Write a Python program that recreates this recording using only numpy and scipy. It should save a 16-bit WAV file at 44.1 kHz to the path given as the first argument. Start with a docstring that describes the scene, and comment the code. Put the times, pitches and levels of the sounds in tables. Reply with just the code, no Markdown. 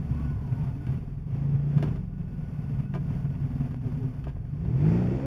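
"""Crawling along a muddy trail

Inside an off-roader's cab: a lumpy idle, a dab of throttle, idling again and a final rev.
Engine firings drive the cab boom, panel growl and pulsing clatter; the exhaust barks at high revs.
Low thumps and swells in the cab, from jolts or heavy engine beats, are an unsteady tone and low noise.
Gliding tones hum, whine and sing in the driveline, alternator and belt, and groan in rubber mounts.
Loose fittings knock as ringing modes with noise bursts, and one dry tick is a short, low ring."""
import sys
import numpy as np
from scipy import signal
from scipy.fft import rfft, irfft
from scipy.io import wavfile
from scipy.ndimage import uniform_filter1d

SR = 44100
rng = np.random.default_rng(int(sys.argv[2]) if len(sys.argv) > 2 else 0)


def generate_wav(sig):
    """Save sig (samples, or channels by samples) to the path in sys.argv[1] as 16-bit PCM at SR."""
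    pcm = np.round(np.clip(np.atleast_2d(sig).T, -1, 1) * 32767).astype(np.int16)
    wavfile.write(sys.argv[1], SR, pcm)


N = 231954
TIME = np.arange(N) / SR   # seconds

# crankshaft: (time [s], speed [turns per s])
CRANK_SPEED = [(0, 21.2), (.45, 17.5), (.85, 17.6), (1.0, 19.6), (1.13, 19.8), (1.27, 23.7), (1.36, 27.8),
               (1.5, 27.9), (1.8, 29.3), (1.88, 28), (2.0, 22), (2.3, 19.6), (2.7, 18.8), (3.1, 20.4),
               (4.27, 18), (4.36, 19.8), (4.47, 22.5), (4.58, 30.3), (4.68, 37.8), (4.76, 43), (4.84, 51.1),
               (4.92, 56), (5.0, 60.7), (5.1, 61), (5.26, 69.6)]
IDLE_SPEED, FLAT_OUT_SPEED = 17, 70   # turns per s
# throttle: (time [s], opening [0-1])
THROTTLE_OPENING = [(.88, .05), (1.0, 0.2), (1.28, 0.2), (1.45, 0.89), (1.85, 0.73), (2.0, .45), (2.2, 0.3),
                    (2.7, 0), (4.22, .05), (4.33, 0.3), (4.58, .55), (4.72, 0.8), (5.05, 0.47), (5.22, 0.1)]
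# engine effort, before each noise's own offset is added: (time [s], level [dB])
ENGINE_LOAD = [(0.0, -63.5), (0.21, -61.5), (0.38, -64), (0.65, -62), (0.79, -64.5), (0.94, -61.5),
               (1.0, -64.5), (1.25, -67.5), (1.37, -61.5), (1.65, -62.5), (1.86, -59), (2.1, -67.5),
               (2.39, -64.5), (2.82, -63.5), (2.87, -67), (3.16, -61.5), (3.26, -64.5), (3.67, -62.5),
               (3.8, -66), (3.87, -62.5), (4.19, -64.5), (4.4, -67), (4.55, -65), (4.71, -61.5),
               (4.9, -55.5), (5.25, -58.5)]
# cylinders in firing order: (strength [dB])
CYLINDER_STRENGTHS = [5, -2.5, 3, -12.5]
# firing strength varies more with the throttle shut than open
SHUT_SPREAD_DB, OPEN_SPREAD_DB = 1.6, 1.2

# resonances of the air in the cab: (frequency [Hz], width [Hz], relative level [dB])
CAB_MODES = [(74.4, 53, -10.5), (126.1, 18.4, -3.5), (139, 17.7, 2), (166, 38.5, -6.5), (194, 7.8, -14),
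             (225.7, 38.3, -10), (273, 35, -14.5)]
# resonances of the body panels: (frequency [Hz], width [Hz], relative level [dB])
PANEL_MODES = [(272, 51, -3), (360, 49, -1.5), (393, 52, -0.5), (440.6, 60, -5), (511, 53, -9.5),
               (705, 78, -23.5)]
# resonances of the engine bay that colour the clatter: (frequency [Hz], width [Hz], relative level [dB])
BAY_MODES = [(643, 99, 0), (1200, 160, -8), (1700, 34, -10), (2702, 58, -8), (2654, 100, -15.5)]
# intake roar, growing with the revs: (frequency [Hz], width [Hz], relative level [dB])
INTAKE_MODES = [(536, 87, -6.5), (874, 95, -4.5), (1420, 220, -10.5), (1910, 180, -11.5), (2300, 570, -15)]

# colour of the mechanical clatter: (frequency [Hz], relative level [dB per Hz])
CLATTER_COLOUR = [(280, -33.5), (480, -13), (562, -6), (700, 0), (777, -4), (1180, -8.5), (1340, -14.5),
                  (1450, -9), (1570, -13.5), (2280, -15), (3480, -24), (3900, -29), (5070, -62),
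                  (8580, -120)]
# colour of the hiss: (frequency [Hz], relative level [dB per Hz])
HISS_COLOUR = [(3000, -7.5), (4300, 1), (5500, -1), (7000, -5.5), (8500, -9)]
# colour of the highest, sizzling noise: (frequency [Hz], relative level [dB per Hz])
SIZZLE_COLOUR = [(8000, 1), (10000, 6), (12000, 3.5), (15000, 2.5)]

# Loudness of five engine noises, one row each:
# (offset at idle [dB], added by full throttle [dB], added flat out [dB], share of the load's swing [ratio])
BOOM_LOUDNESS = (28.5, -3, -8, 1.9)
GROWL_LOUDNESS = (11.5, 2, 5, 1.5)
CLATTER_LOUDNESS = (8, -2.5, -3.5, 1.87)
HISS_LOUDNESS = (-8, -4.5, -4, 1.76)
SIZZLE_LOUDNESS = (-12.5, -6.5, -10.5, 1.5)

# crank orders one to seven (multiples of the crank speed):
# (with throttle shut [dB], with throttle open [dB], added flat out [dB])
CRANK_ORDERS = [(-18, -17.5, 18.5), (-7.5, 4.5, 1.5), (-13, 1, 10), (-12.5, -19.5, 9), (-12.5, 4.5, -16.5),
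                (-11.5, -26.5, -6), (-11, -26.5, -6.5)]
# how loud the cab makes an order at each pitch: (frequency [Hz], level [dB])
CAB_ORDER_GAIN = [(33, -46), (41, -36), (48, -40), (57, -43.5), (69, -39.5), (86, -48.5), (102, -33),
                  (120, -33.5), (128, -24.5), (142, -26.5), (165, -27.5), (185, -30), (205, -42.5),
                  (250, -33), (420, -49)]
ORDER_WAVER_DB, ORDER_WANDER_RAD = 2.5, .15   # unsteadiness at idle, fading as the revs rise
# exhaust orders at full throttle and revs, at each pitch: (frequency [Hz], level [dB])
EXHAUST_GAIN = [(220, -37), (270, -34), (335, -29.5), (385, -33.5), (440, -40), (540, -44), (750, -50.5)]
HALF_ORDER_DB = -8   # half orders against whole ones

# low thumps and swells in the cab, from jolts or heavy engine beats:
# (time [s], rumble level [dB], thump level [dB])
CAB_THUMPS = [(0.119, -51, -28), (0.386, -37, -28.5), (0.529, -67, -23), (0.62, -53.5, -23.5),
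              (0.68, -36.5, -23), (0.897, -51, -26.5), (0.952, -37, -24.5), (1.331, -52.5, -28.5),
              (1.549, -45, -22.5), (1.772, -49.5, -22), (1.879, -38.5, -22), (2.209, -43, -28.5),
              (2.743, -38.5, -26), (2.798, -56, -24), (3.092, -42, -27), (3.133, -53, -26.5),
              (3.252, -48, -24.5), (3.35, -49, -25), (3.437, -39, -26), (3.611, -39, -24),
              (3.654, -49, -24), (3.862, -45, -28), (3.956, -53, -30.5), (4.051, -58, -29),
              (4.29, -35, -37.5), (4.649, -31, -44), (4.91, -44, -32), (5.059, -41, -45.5)]
RUMBLE_SWELL_S, THUMP_SWELL_S = 0.055, 0.012   # from a swell's peak down to 0.61 of it
THUMP_HZ = 135
THUMP_GROWL_DB, THUMP_CLATTER_DB = -28.5, -30   # panel growl and clatter in a thump, against its tone
# colour of the tyre rumble: (frequency [Hz], relative level [dB per Hz])
RUMBLE_COLOUR = [(18, -22), (30, -9.5), (42, -10.5), (60, 3), (80, 1.5), (100, 0.5), (140, -19)]
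ROLLING_DB = -42   # tyre rumble between swells, at mean load

# alternator whine: (time [s], frequency [Hz], level [dB])
ALTERNATOR_WHINE = [(.03, 940, -83), (.13, 999, -56), (.21, 1146, -59), (.31, 1045, -62), (.42, 1011, -60),
                    (.52, 935, -60), (.63, 904, -53.5), (.75, 865, -72), (.85, 860, -98)]
# gliding drones: the first two are crank orders of the engine, the rest hum in driveline and body; # a row that
# ends before it starts stays silent: # (start [s], end [s], start pitch [Hz], end pitch [Hz], level [dB])
DRIVELINE_HUMS = [(0.1, .44, 70.5, 67.5, -34.5), (0.098, 0.38, 141.3, 137.6, -35),
                  (0.1, 0.586, 238, 250, -45), (0.095, 1.055, 262, 200, -51), (0.3, 0.831, 69, 300, -47.5),
                  (1.9, 2.712, 182, 176.8, -42.5), (2.961, 3.461, 176, 180.3, -39.5),
                  (2.4, 4, 150, 118.9, -38.5), (2.769, 3.582, 210, 89, -42), (4.6, 3.704, 63, 118.3, -33.5),
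                  (3.97, 4.24, 121, 127.7, -33.5), (3.352, 4.095, 250.6, 259.4, -44.5),
                  (3.5, 4.306, 229, 256.9, -45.5)]
# spells of belt singing: (start [s], end [s], level [dB])
BELT_SPELLS = [(0.137, 0.306, -63.5), (.47, 0.889, -71), (1.546, 2.025, -75), (2.154, 2.567, -72),
               (2.66, 2.755, -68.5), (2.856, 2.92, -65), (3.078, 3.387, -70.5), (3.6, 4.204, -75)]
# tones of the belt, against the level of the spell: (frequency [Hz], relative level [dB])
BELT_PITCHES = [(1469, 2), (2580, -8.5)]
HUM_FADE_S, BELT_FADE_S = 0.052, 0.079
WHINE_ROUGH, BELT_ROUGH, EXHAUST_ROUGH = .55, .5, .2   # noisy share of each tone's power

# knocks of loose fittings, before the offsets in knocks():
# (time [s], dull thud level [dB], sharp click level [dB], favoured ring pitch [Hz])
FITTING_KNOCKS = [(0.866, -48, -47.5, 1600), (1.778, -41.5, -40.5, 990), (1.825, -32, -34, 648.5),
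                  (1.837, -35, -56, 400), (1.868, -45.5, -53.5, 400), (1.884, -49, -58, 644),
                  (1.957, -46, -48.5, 400), (2.834, -53.5, -58.5, 660), (2.938, -38.5, -44, 1004),
                  (2.947, -40.5, -45.5, 1211), (2.953, -36.5, -59, 690), (2.961, -42, -63, 400),
                  (2.971, -46.5, -65, 698), (3.712, -50, -54, 1000), (4.24, -56, -47, 2300),
                  (4.267, -39, -56, 653.6), (4.279, -46, -49, 503), (4.29, -52.5, -55, 900),
                  (4.363, -48.5, -68, 680), (4.452, -56, -64, 1300), (4.649, -48, -52, 690),
                  (5.199, -43.5, -57, 700)]
# resonances of the fittings: (frequency [Hz], relative level [dB], time to fall 60 dB [s])
FITTING_MODES = [(302, 4, 0.26), (385.8, 7.5, 0.087), (448.3, -2.5, .14), (502, 2, 0.036),
                 (626, 1.5, 0.082), (708, 2, 0.07), (908, -1.5, 0.053), (1011, -7.5, .1),
                 (1210, -4.5, 0.066), (1477, -9.5, 0.073), (1620, -6, 0.18), (1850, -11, 0.078),
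                 (2334, -14, 0.16), (2610, -12, 0.092)]
# the trim's dull share of a knock: (frequency [Hz], relative level [dB per Hz])
THUD_COLOUR = [(300, -7.5), (420, 8.5), (800, -1.5), (1300, 2), (2200, -11.5)]
# the sharp share of a knock: (frequency [Hz], relative level [dB per Hz])
CLICK_COLOUR = [(500, -24), (1200, 4.5), (3000, -1), (5000, -11), (7000, -18), (11000, -24.5),
                (15000, -28.5)]
KNOCK_FOCUS_DB = 5.5   # loss per octave away from the favoured pitch
KNOCK_RING_DB = -2.5   # ringing of the fittings, against the thud level
THUD_T60_S, CRACK_T60_S, CRACK_TAIL_T60_S = .036, .014, .09   # times to fall 60 dB
CONTACT_S = .0012   # build-up of a crack

# a single dry tick: start, level, pitch, time to fall 60 dB, softness of the edge
TICK_S, TICK_DB, TICK_HZ, TICK_RING_S, TICK_EDGE_S = 3.7445, -26, 140, .018, .00015

# groans of rubber mounts as the body twists:
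# (start [s], end [s], start pitch [Hz], end pitch [Hz], level [dB])
MOUNT_GROANS = [(3.852, 3.908, 433, 339.4, -51.5), (4.008, 4.062, 425, 367, -47),
                (5.119, 5.152, 345.3, 356, -33.5), (5.242, 5.264, 540, 550, -38.5)]
GROAN_FADE_S, GROAN_OCTAVE_DB = 0.015, -21   # the octave is against the main tone

# narrow dips in the microphone's response: (frequency [Hz], width [Hz])
MICROPHONE_DIPS = [(3950, 540), (6300, 200), (7900, 1200), (12450, 310)]
CUTOFF_HZ = 15050


def from_db(db):
    """Turn decibels into a multiplying factor."""
    return 10 ** (np.asarray(db) / 20)


def rms_one(x):
    """Scale a signal to an average strength (rms) of 1."""
    return x / np.sqrt(np.mean(x ** 2) + 1e-20)


def in_time(rows):
    """Read each column of a time curve at every sample."""
    s, *columns = np.transpose(rows)
    return [np.interp(TIME, s, column) for column in columns]


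def drift(rate):
    """Slow random movement, of spread about 1, from noise smoothed above the rate in Hz."""
    step = 40   # the smoothing runs on every 40th sample
    r = np.exp(-2 * np.pi * rate * step / SR)
    chance = rng.standard_normal(N // step + 2002)
    slow = signal.lfilter([1], [1, -2 * r, r * r], chance)[2000:]   # skip the filter's start
    return np.interp(np.arange(N) / step, np.arange(len(slow)), rms_one(slow))


def noise(spectrum):
    """Noise of a given colour and rms 1, falling 36 dB per octave beyond the table's ends."""
    hz, db = np.transpose(spectrum)
    octave = np.log2(np.arange(N // 2 + 1) * SR / N + 1)
    points = np.log2(hz)
    beyond = np.abs(octave - np.clip(octave, points[0], points[-1]))
    colour = from_db(np.interp(octave, points, db) - 36 * beyond)
    return rms_one(irfft(rfft(rng.standard_normal(N)) * colour, N))


def resonate(x, hz, width):
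    """A resonance rings at one pitch, with gain 1 at its top."""
    r = np.exp(-np.pi * width / SR)
    feed = np.array([1, 0, -1]) * (1 - r * r) / 2
    return signal.lfilter(feed, [1, -2 * r * np.cos(2 * np.pi * hz / SR), r * r], x + 1e-18)


def body(x, modes, low_hz, high_hz):
    """A vibrating body adds up its resonances, with alternating signs, within a pass band."""
    out = sum((-1) ** k * from_db(db) * resonate(x, hz, width)
              for k, (hz, width, db) in enumerate(modes))
    return signal.sosfilt(signal.butter(2, [low_hz, high_hz], "band", fs=SR, output="sos"), out)


def even(x, span=0.21):
    """Hold the running rms near 1 over a span in seconds, while keeping the single beats."""
    size = int(span * SR)
    power = uniform_filter1d(uniform_filter1d(x * x, size), size)
    return x / np.sqrt(np.abs(power) + 1e-20)


def dying(clicks, t60):
    """Each click starts a decay that falls 60 dB in t60 seconds."""
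    return signal.lfilter([1], [1, -from_db(-60 / (t60 * SR))], clicks + 1e-18)


def held(start, end, attack, release):
    """1 from start to end, with a ramp before and after."""
    return np.clip(1 + np.minimum((TIME - start) / attack, (end - TIME) / release), 0, 1)


def tone(hz, waver_db, wander):
    """A gliding tone that wavers in level and, by a share of its pitch, in frequency."""
    phase = 2 * np.pi * np.cumsum(hz * (1 + wander * drift(21.2))) / SR
    return np.sqrt(2) * from_db(waver_db * drift(31)) * np.sin(phase)


def rough_tone(hz, rough, flutter_rate):
    """A tone that is partly narrow noise, so that it flutters and breaks up."""
    phase = 2 * np.pi * np.cumsum(hz * np.ones(N)) / SR
    steady = np.sqrt(2 * (1 - rough))
    in_step = steady + np.sqrt(rough) * drift(flutter_rate)
    quarter_turn = np.sqrt(rough) * drift(flutter_rate)
    return in_step * np.sin(phase) + quarter_turn * np.cos(phase)


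def swells(swell_s, column):
    """Every thump in the cab swells and ebbs in a bell shape."""
    return sum(from_db(row[column]) * np.exp(-np.minimum(((TIME - row[0]) / swell_s) ** 2 / 2, 20))
               for row in CAB_THUMPS)


def firings(turns, spread_db, jitter_s):
    """Two firings a turn, each cylinder with its own strength and each firing a little off."""
    at = np.flatnonzero(np.diff(np.floor(2 * turns), prepend=-1))
    chance = rng.standard_normal((len(at), 2))
    late = (chance[:, 1] * SR * (jitter_s * spread_db)[at]).astype(int)   # below 0 is early
    strength_db = np.resize(CYLINDER_STRENGTHS, len(at)) + spread_db[at] * chance[:, 0]
    out = np.zeros(N)
    out[np.clip(at + late, 0, N - 1)] = from_db(strength_db)
    return out


def crank_tones(speed, revs, throttle):
    """Multiples of the crank speed sound as tones, coloured by the cab and unsteady at low revs."""
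    turns, unsteady, out = np.cumsum(speed) / SR, (1 - revs) ** 2, 0
    hz, db = np.transpose(CAB_ORDER_GAIN)
    for order, (shut_db, open_db, revs_db) in enumerate(CRANK_ORDERS, 1):
        cab_db = np.interp(np.log(order * speed), np.log(hz), db)
        level_db = cab_db + shut_db + (open_db - shut_db) * throttle + revs_db * revs
        level_db = level_db + ORDER_WAVER_DB * unsteady * drift(33)
        phase = 2 * np.pi * order * turns + ORDER_WANDER_RAD * unsteady * drift(38)
        out = out + np.sqrt(2) * from_db(level_db) * np.sin(phase)
    return out


def exhaust(speed):
    """The pipe passes higher crank orders, gliding with the revs, with weaker half orders between."""
    hz, db = np.transpose(EXHAUST_GAIN)
    out = 0
    for half_orders in range(9, 27):
        pitch = half_orders / 2 * speed
        level_db = np.interp(np.log(pitch), np.log(hz), db) + HALF_ORDER_DB * (half_orders % 2)
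        out = out + from_db(level_db) * rough_tone(pitch, EXHAUST_ROUGH, flutter_rate=12)
    return out


def noise_gain(loudness, load_db, throttle, revs):
    """An engine noise follows the load, throttle and revs, each by its own amount."""
    idle_db, throttle_db, revs_db, share = loudness
    swing_db = share * (load_db - load_db.mean())
    return from_db(load_db.mean() + swing_db + idle_db + throttle_db * throttle + revs_db * revs ** 2)


def engine():
    """Firings shake cab air and panels and pulse the clatter; thumps, crank orders and exhaust join in."""
    speed, load_db = in_time(CRANK_SPEED)[0], in_time(ENGINE_LOAD)[0]
    revs = (speed - IDLE_SPEED) / (FLAT_OUT_SPEED - IDLE_SPEED)   # 0 at idle, 1 flat out
    throttle = np.clip(in_time(THROTTLE_OPENING)[0], 0, 1)
    boom_gain, growl_gain, clatter_gain, hiss_gain, sizzle_gain = [
        noise_gain(loudness, load_db, throttle, revs)
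        for loudness in (BOOM_LOUDNESS, GROWL_LOUDNESS, CLATTER_LOUDNESS, HISS_LOUDNESS, SIZZLE_LOUDNESS)]

    spread_db = SHUT_SPREAD_DB + (OPEN_SPREAD_DB - SHUT_SPREAD_DB) * throttle
    jitter_s = 0.00018 * (1 - 0.13 * revs)   # seconds per dB of spread
    pulses = firings(np.cumsum(speed) / SR, spread_db, jitter_s)
    puffs = even(dying(pulses, t60=0.11))
    beats = even(pulses)
    turbulence = even(puffs * rng.standard_normal(N))

    # each thump is a low tone, and lifts the panel growl and clatter with it
    thump_level = swells(THUMP_SWELL_S, column=2)
    thump = thump_level * tone(THUMP_HZ, waver_db=2.4, wander=0.0826)
    cab_air = body(beats + 0.22 * turbulence, CAB_MODES, low_hz=66, high_hz=302)
    boom = boom_gain * even(cab_air, span=0.14)

    # the panels mutter at idle and follow the firings as the revs rise
    shake = (0.045 + .5 * revs) * beats + 0.73 * turbulence + 0.56 * rng.standard_normal(N)
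    panels = even(body(shake, PANEL_MODES, low_hz=232, high_hz=850), span=0.34)
    growl = np.hypot(growl_gain, from_db(THUMP_GROWL_DB) * thump_level) * panels

    bay = rms_one(body(turbulence, BAY_MODES, low_hz=460, high_hz=4000))
    intake = rms_one(body(turbulence, INTAKE_MODES, low_hz=413, high_hz=3240))
    rattle = (1 + 0.25 * puffs) * noise(CLATTER_COLOUR)
    rattle = rattle + 0.44 * from_db(-4 * revs) * bay + 1.2 * revs * intake
    clatter = np.hypot(clatter_gain, from_db(THUMP_CLATTER_DB) * thump_level) * even(rattle, span=0.26)

    # the bark needs both an open throttle and high revs
    bark = throttle * revs ** 2.74 * exhaust(speed)
    hiss = hiss_gain * even((1 + 0.23 * puffs) * noise(HISS_COLOUR))
    sizzle = sizzle_gain * even((1 + 0.27 * puffs) * noise(SIZZLE_COLOUR))
    return crank_tones(speed, revs, throttle) + thump + boom + bark + growl + clatter + hiss + sizzle


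def tyre_rumble():
    """Lumpy low noise of the tyres comes through the chassis, swelling around each cab thump."""
    load_db = in_time(ENGINE_LOAD)[0]
    rolling = from_db(ROLLING_DB + load_db - load_db.mean())
    return np.hypot(rolling, swells(RUMBLE_SWELL_S, column=1)) * even(noise(RUMBLE_COLOUR), span=0.13)


def driveline():
    """Engine and shafts hum in gliding tones, the alternator whines and the belt sings in fluttering tones."""
    whine_hz, whine_db = in_time(ALTERNATOR_WHINE)
    whine = from_db(whine_db) * rough_tone(whine_hz, WHINE_ROUGH, flutter_rate=35)
    hums = 0
    for start, end, start_hz, end_hz, db in DRIVELINE_HUMS:
        glide = np.interp(TIME, [start, end], [start_hz, end_hz])
        level = from_db(db) * held(start, end, HUM_FADE_S, HUM_FADE_S)
        hums = hums + level * tone(glide, waver_db=2.0, wander=0.0046)
    song = sum(from_db(db) * rough_tone(hz, BELT_ROUGH, flutter_rate=18) for hz, db in BELT_PITCHES)
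    spells = sum(from_db(db) * held(start, end, BELT_FADE_S, BELT_FADE_S)
                 for start, end, db in BELT_SPELLS)
    return hums + whine + song * spells


def knocks():
    """Each knock rings the fittings, with a dull thud of trim and a crack that scatters round the cab."""
    s, thud_db, click_db, ring_hz = np.transpose(FITTING_KNOCKS)
    at, ringing = np.round(s * SR).astype(int), np.zeros(N)
    chance_db = 2 * rng.standard_normal((len(at), len(FITTING_MODES)))
    for k, (hz, db, t60) in enumerate(FITTING_MODES):
        focus_db = -KNOCK_FOCUS_DB * np.abs(np.log2(hz / ring_hz))
        hits = np.zeros(N)
        hits[at] = from_db(thud_db + db + KNOCK_RING_DB + focus_db + chance_db[:, k]) * (-1) ** k
        r, w = from_db(-60 / (t60 * SR)), 2 * np.pi * hz / SR
        ringing += signal.lfilter([0, np.sin(w)], [1, -2 * r * np.cos(w), r * r], hits + 1e-18)

    thuds, cracks = np.zeros((2, N))
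    thuds[at], cracks[at] = from_db(thud_db - 21), from_db(click_db - 5.5)
    soft = signal.butter(2, 2200, fs=SR, output="sos")   # padded trim gives no sharp edge
    thud = signal.sosfilt(soft, dying(thuds, t60=THUD_T60_S) * noise(THUD_COLOUR))
    crack = dying(cracks, t60=CRACK_T60_S) + 0.75 * dying(cracks, t60=CRACK_TAIL_T60_S)
    seat = np.exp(-1 / (CONTACT_S * SR))   # the crack builds up as the fitting seats itself
    crack = signal.lfilter([1 - seat], [1, -seat], crack)
    return ringing + thud + crack * noise(CLICK_COLOUR)


def tick():
    """One slightly blunted edge dies away in a short low ring."""
    since = np.maximum(TIME - TICK_S, 0)
    edge = 1 - np.exp(-since / TICK_EDGE_S)
    decay = from_db(TICK_DB - 60 * np.minimum(since / TICK_RING_S, 2))
    return edge * decay * np.cos(2 * np.pi * TICK_HZ * since)


def groans():
    """Rubber slips in short sliding tones with a faint octave."""
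    out = 0
    for start, end, start_hz, end_hz, db in MOUNT_GROANS:
        glide = np.interp(TIME, [start, end], [start_hz, end_hz])
        phase = 2 * np.pi * np.cumsum(glide) / SR
        level = np.sqrt(2) * from_db(db) * held(start, end, GROAN_FADE_S, GROAN_FADE_S)
        out = out + level * (np.sin(phase) + from_db(GROAN_OCTAVE_DB) * np.sin(2 * phase))
    return out


def scene():
    """All sounds in the cab add up in one channel."""
    return (engine() + tyre_rumble() + driveline() + knocks() + tick() + groans())[None]


def record(dry):
    """The microphone has a few narrow dips, and the top of the treble is cut."""
    for hz, width in MICROPHONE_DIPS:
        dry = signal.lfilter(*signal.iirnotch(hz, hz / width, fs=SR), dry)
    return signal.sosfilt(signal.ellip(12, .1, 90, CUTOFF_HZ, fs=SR, output="sos"), dry)


dry = scene()
out = record(dry)
generate_wav(out)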